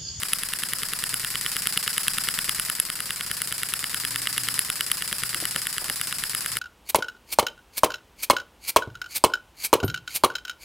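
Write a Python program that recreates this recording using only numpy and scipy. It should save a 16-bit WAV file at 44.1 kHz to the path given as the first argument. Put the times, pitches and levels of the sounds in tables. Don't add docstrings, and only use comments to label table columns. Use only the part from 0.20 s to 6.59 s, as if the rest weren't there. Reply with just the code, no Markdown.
import sys
import numpy as np
from scipy import signal
from scipy.fft import rfft, irfft
from scipy.io import wavfile
from scipy.ndimage import uniform_filter1d

SR = 44100
rng = np.random.default_rng(int(sys.argv[2]) if len(sys.argv) > 2 else 0)


def digitize_waveform(pressure):
    field = np.atleast_2d(pressure).T
    bounded = np.clip(field, -1, 1)
    quanta = np.round(bounded * 32767).astype(np.int16)
    wavfile.write(sys.argv[1], SR, quanta)


N = 281799


def undb(db):
    return 10 ** (np.asarray(db) / 20)


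def curve(x, table):
    return np.interp(x, *np.transpose(table))


def walk(rate_hz):
    hold = int(SR / rate_hz)
    steps = np.repeat(rng.standard_normal(N // hold + 1), hold)
    return 1.173 * uniform_filter1d(uniform_filter1d(steps, hold), hold)[:N]


def ring(force, hz, t60_s):
    decay = np.exp(-np.log(1000) / (t60_s * SR))
    step = 2 * np.pi * hz / SR
    return signal.lfilter([0, decay * np.sin(step)], [1, -2 * decay * np.cos(step), decay * decay], force)


def strikes(times_s, size):
    at = np.round(np.asarray(times_s) * SR).astype(int)
    keep = (at >= 0) & (at < N)
    return np.bincount(at[keep], np.asarray(size)[keep], N)


# (frequency [Hz], side minus mid [dB])
SIDE_WIDTH = [(60, -20), (110, -2), (200, -3), (380, -13.5), (700, -12), (1290, -14), (2380, -11),
              (4400, -2), (8120, -7.5), (15000, 2.5)]
# (frequency [Hz], left minus right [dB])
BALANCE = [(60, 6), (110, -1), (200, 6), (380, 0.5), (700, 0), (1290, 2), (2380, -2.5), (4400, 3.5),
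           (8120, 1.0), (15000, 0)]


def wide_noise(spectrum):
    log_hz = np.log(np.fft.rfftfreq(N, 1 / SR) + 1)

    def read(table):
        hz, db = np.transpose(table)
        return np.interp(log_hz, np.log(hz), db)

    mid, side = rfft(rng.standard_normal((2, N))) * undb(read(spectrum))
    side = side * undb(read(SIDE_WIDTH))
    lean = undb(read(BALANCE) / 2)
    out = irfft(np.array([(mid + side) * lean, (mid - side) / lean]), N)
    return out / np.std(out)


# (time [s], hiss [dB before stroke gain and flow], hum [dB before waver])
LEVELS = [(0.0, -30.5, -73), (0.3, -32, -55), (.85, -30.5, -55.5), (1.5, -29.5, -55), (2.1, -29, -55),
          (2.46, -30, -53), (2.63, -33, -68), (2.76, -33, -56.5), (3.6, -31, -51.5), (4.38, -29.5, -48),
          (4.48, -31.5, -58), (5.25, -30.5, -52), (5.71, -31, -57), (6.39, -30.5, -51.5)]


def each_turn(times_s, db, spread_db=.9):
    at, hiss_db, _ = np.transpose(LEVELS)
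    return np.interp(times_s, at, hiss_db) + db + spread_db * rng.standard_normal(len(times_s))


def crank():
    knock_s = np.array(KNOCKS)[:, 0]
    turns = np.r_[2 * knock_s[0] - knock_s[1], knock_s, 2 * knock_s[-1] - knock_s[-2]]
    return turns, np.interp(np.arange(N) / SR, turns, np.arange(len(turns))) % 1


TONES = [120, 282, 28]
# (time [s], level [dB before waver])
WHINE = [(0, -68), (.75, -68), (.9, -61), (1.1, -68), (3.6, -67), (3.75, -56), (4.4, -57), (4.55, -68),
         (6.39, -68)]
# (frequency [Hz], relative level [dB per Hz])
ROOM = [(20, -14), (40, -19), (70, 12), (150, -8.5), (300, 3), (700, 2), (1200, -19), (3000, -15),
        (16000, -63)]


def workshop(rumble_db, room_db=-55):
    t = np.arange(N) / SR
    at, _, hum_db = np.transpose(LEVELS)
    levels_db = [np.interp(t, at, hum_db), curve(t, WHINE), rumble_db]
    tones = 0
    for hz, db in zip(TONES, levels_db):
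        waver_db = 3.5 * walk(16)
        drift = 1 + .015 * walk(14)
        tones = tones + undb(db + waver_db) * np.sin(2 * np.pi * np.cumsum(hz * drift) / SR)
    return tones + undb(room_db) * wide_noise(ROOM)


# (frequency [Hz], relative level [dB per Hz])
BACK_HISS = [(470, -34), (800, -12.5), (1030, -5), (1880, -3), (2150, -5), (2870, -4.5), (3340, -8),
             (5110, 0.5), (6330, -9.5), (7450, -2), (9690, -3), (10800, 2), (11800, -6.5), (15200, -5.5),
             (16000, -50)]
# (crank angle [turns], level [dB before gain])
BACK_FLOW = [(0, -8), (.06, -20), (.15, -25), (.495, -25), (.515, 0), (.64, 0), (1, -9)]
# (frequency [Hz], relative level [dB per Hz])
OUT_HISS = [(470, -22.5), (950, -8.5), (1250, -4.5), (1700, -1.5), (2300, -6.5), (2900, -7), (3600, -9),
            (4300, -6.5), (5050, 3), (6200, -13), (7500, -2.5), (9600, -3), (11000, 2), (12800, -11),
            (14700, -5.5), (16000, -18)]
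# (crank angle [turns], level [dB before gain])
OUT_FLOW = [(0, -25), (.06, -10), (.17, -4), (.25, -2), (.35, -4), (.495, -12), (.515, -25), (1, -25)]


def exhaust(angle, out_gain_db=4.0, back_gain_db=1.37):
    at, hiss_db, _ = np.transpose(LEVELS)
    strokes = ((OUT_HISS, OUT_FLOW, out_gain_db), (BACK_HISS, BACK_FLOW, back_gain_db))
    hiss = 0
    for colour, flow, gain_db in strokes:
        flicker_db = .6 * walk(150) + .9 * walk(800)
        hiss = hiss + wide_noise(colour) * undb(curve(angle, flow) + gain_db + flicker_db)
    return hiss * undb(np.interp(np.arange(N) / SR, at, hiss_db))


def rumble_cut(x, cut_hz=55):
    return signal.sosfilt(signal.butter(2, cut_hz, "high", fs=SR, output="sos"), x)


# (crank angle [turns], level re the thump [dB before scatter], direction [+1/-1])
PUSHES = [(.065, -9, 1), (.395, -5, -1), (.455, -7, -1), (.6, -6, 1), (.85, -12, -1), (.92, -2, 1),
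          (.955, -2, -1), (.985, -5, 1)]
# (frequency [Hz], t60 [s], level [dB])
BENCH = [(70, 0.058, -5), (160.8, 0.099, -12), (186, 0.017, -4.5), (211, 0.064, -5.5), (433, 0.011, -15)]


def bench(turns, thump_db=-7.5, push_s=0.0006, scatter_db=2.0):
    thump = each_turn(turns[1:], thump_db)
    force = 0
    for turn, db, direction in PUSHES:
        push_db = thump + db + scatter_db * rng.standard_normal(len(thump))
        force = force + strikes(turns[:-1] + turn * np.diff(turns), direction * undb(push_db))
    force = uniform_filter1d(force, int(push_s * SR))
    return rumble_cut(sum(undb(db) * ring(force, hz, t60_s) for hz, t60_s, db in BENCH))


TICK_TURN, POP_TURN, PLAY_S = .861, .519, .0003
LOW_DB, TICK_DB, RATTLE_DB, POP_DB = 12.5, 8.5, 6, 10
RATTLE_FADE_DB_PER_S, LOW_SWELL_DB_PER_S = -.5, .35
# (time [s], middle ring [dB before mode share], high ring [dB before mode share])
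KNOCKS = [(.0336, -18.9, -16), (.1335, -12.4, -8), (.2347, -21.3, -16.3), (.336, -18.4, -17),
          (.4356, -16.9, -17.3), (.5347, -21.1, -13.3), (.6333, -18.6, -17.7), (.7351, -18.1, -17.9),
          (.8391, -18.4, -14.9), (.942, -20.6, -14.8), (1.0474, -19.2, -17.8), (1.1558, -17.1, -22),
          (1.263, -14.8, -21.1), (1.3667, -18.5, -16.7), (1.4713, -13.9, -9.1), (1.5749, -12.6, -12),
          (1.6781, -13.9, -16.3), (1.7803, -14.5, -13.1), (1.8818, -10.2, -10.7), (1.9841, -15.3, -15.3),
          (2.0873, -14.6, -16.6), (2.1894, -15.5, -18), (2.2941, -13.6, -10.4), (2.3977, -19, -13.9),
          (2.4995, -19, -13.9), (2.6001, -16.9, -6.4), (2.7012, -20.6, -19.3), (2.8045, -23.2, -17.3),
          (2.9068, -17.2, -20.2), (3.0097, -18.4, -23.8), (3.1143, -20.4, -16.6), (3.2186, -22.9, -12.6),
          (3.3251, -19.8, -17.7), (3.4332, -20, -15.2), (3.538, -14.6, -11.4), (3.6421, -18.6, -19.4),
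          (3.7451, -19.3, -16.5), (3.8506, -17.2, -17.9), (3.9599, -17.8, -18), (4.0721, -13.3, -20.5),
          (4.1799, -14, -13.8), (4.2869, -16.4, -17.9), (4.3922, -15.1, -7.9), (4.5012, -15, -14.9),
          (4.6088, -14.5, -13.6), (4.7162, -12.9, -9.8), (4.8227, -17.8, -21), (4.9279, -16.9, -16.4),
          (5.0356, -19.3, -18.5), (5.1459, -18.5, -18.1), (5.2543, -19.2, -14.2), (5.3616, -17.8, -16.4),
          (5.4698, -18.6, -16.6), (5.582, -19.3, -19.7), (5.699, -19, -17.3), (5.8139, -19.5, -16.5),
          (5.9264, -18.5, -21.9), (6.038, -18.8, -17.9), (6.1493, -20.9, -15.3), (6.2613, -22.6, -17.7),
          (6.3699, -19.1, -15.5)]
# (frequency [Hz], t60 [s], left minus right [dB], then the share [dB] for
FRAME = [(1340, 0.011, 23, -28.5, -53, -75, -40), (1471, 0.047, 2, -18.5, -52, -78, -19.5),
         (1850, 0.0066, 4.5, -4, -10.5, -51, -14), (2105, 0.0054, -0.5, -1, -1.5, -12, -20),
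         (2936, 0.007, -3.5, 0, -11, -37, -5.5), (3250, 0.005, -5, -2.5, -26, -27, -0.5),
         (3643, 0.0036, 14, -11, -9.5, -34, -15), (4900, 0.0086, 11, -17.5, -10.5, -10, -4.5),
         (7000, 0.0082, 14, -54, -20, -15.5, -16), (8010, 0.0065, 8, -50, -11, -5.5, -20),
         (8690, 0.0037, -6.5, -46, -9, -1, -28), (10430, 0.0035, 11.5, -1, -34, -4.5, -21),
         (11020, 0.012, -2.5, -1, -8, -22, -30), (13200, .005, 2, -33, -36, -38, -30),
         (14600, 0.0056, 8, -15, -31, -13, -30)]


def linkage(turns, radiate_hz=1180, feet_hz=430, feet_db=-26, scatter_db=.9):
    def late(when, lag_s, spread_s):
        return when + lag_s + spread_s * rng.standard_normal(len(when))

    knock_s, middle, high = np.transpose(KNOCKS)
    tick_s = late(turns[:-1], TICK_TURN * np.diff(turns), PLAY_S)
    pop_s = late(turns[:-1], POP_TURN * np.diff(turns), PLAY_S)
    low = each_turn(knock_s, LOW_DB + LOW_SWELL_DB_PER_S * knock_s)
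    tick = each_turn(tick_s, TICK_DB)
    pop = each_turn(pop_s, POP_DB)
    rattle = each_turn(tick_s, RATTLE_DB + RATTLE_FADE_DB_PER_S * tick_s)

    slack, bounce = late(knock_s, -.0009, .0001), late(knock_s, .0022, .0002)
    settle, chatter = late(knock_s, .009, .0006), late(knock_s, .001, .0003)
    rattle_1, rattle_2 = late(tick_s, .0068, .0003), late(tick_s, .009, .0005)
    pop_2, seat = late(pop_s, .0015, .0003), late(pop_s, .0015, .0006)

    out = 0
    for hz, t60_s, pan_db, knock_db, tick_db, bright_db, dull_db in FRAME:
        if hz < 2400:
            own = low
        elif hz < 6000:
            own = middle
        elif hz < 12000:
            own = high
        else:
            own = (low + high) / 2
        knock = own + knock_db
        rise_s = .0003 * (hz > 9500) - .0002
        blows = [(knock_s + rise_s, knock),
                 (bounce, knock - 9.0 - 6 * (hz > 4000) - 4 * (hz < 2400)),
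                 (settle, knock - 13 - 20 * (hz > 1600)),
                 (slack, (3 * low + high) / 4 + bright_db - 2),
                 (chatter, knock - 7.5 - 5 * (hz < 2400)),
                 (tick_s, tick + tick_db),
                 (rattle_1, rattle + tick_db - 4.5),
                 (rattle_1, rattle + bright_db - 5),
                 (rattle_2, rattle + dull_db - .1),
                 (pop_s, pop + bright_db + 2.0),
                 (pop_2, pop + bright_db - 8),
                 (seat, pop + dull_db - 10.0)]
        force = 0
        for when, db in blows:
            blow_db = db + scatter_db * rng.standard_normal(len(when))
            force = force + strikes(when, undb(blow_db))
        out = out - ring(force, hz, t60_s) * undb([[pan_db / 2], [-pan_db / 2]])
    frame = signal.sosfilt(signal.butter(6, radiate_hz, "high", fs=SR, output="sos"), out)

    feet = strikes(knock_s, undb(low)) + strikes(tick_s, undb(tick))
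    feet = feet + strikes(rattle_1, undb(rattle + 14.5)) + strikes(seat, undb(pop + 4))
    feet = undb(feet_db) * ring(uniform_filter1d(feet, size=20), feet_hz, .015)
    return frame + feet


# (time [s before a 1.4 ms delay], level [dB before a 3.5 dB cut], thud pitch [Hz],
# scrape gain [dB])
HANDLING = [(4.921, -32, 350, -5.5), (5.153, -31.5, 334, -6.5), (5.223, -25.5, 326, -7.5),
            (5.358, -34, 207, -1), (5.615, -32, 398, -2.5), (5.644, -37, 371, -4), (5.697, -30.5, 220, -2)]


def handling():
    scrape_band = signal.butter(2, [150, 950], "band", fs=SR, output="sos")
    scrape = signal.sosfilt(scrape_band, rng.standard_normal(N))
    scrape = scrape / np.std(scrape)
    out = 0
    for s, db, hz, scrape_db in HANDLING:
        blow = strikes([s + 0.0014], [undb(db - 3.5)])
        drag = signal.lfilter([1], [1, -np.exp(-1 / (0.015 * SR))], blow)
        thud = ring(uniform_filter1d(blow, size=30), hz, .035)
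        out = out + thud + undb(scrape_db) * drag * scrape
    return rumble_cut(out)


def scene():
    rumble_db = -58 + 3 * walk(2.98)
    turns, angle = crank()
    engine = linkage(turns) + bench(turns) + handling() + exhaust(angle)
    return engine + workshop(rumble_db)


def record(dry, top_hz=15900):
    rounded = np.tanh(.7 * dry) / .7
    return signal.sosfilt(signal.ellip(8, .2, 70, top_hz, fs=SR, output="sos"), rounded)


dry = scene()
out = record(dry)
digitize_waveform(out)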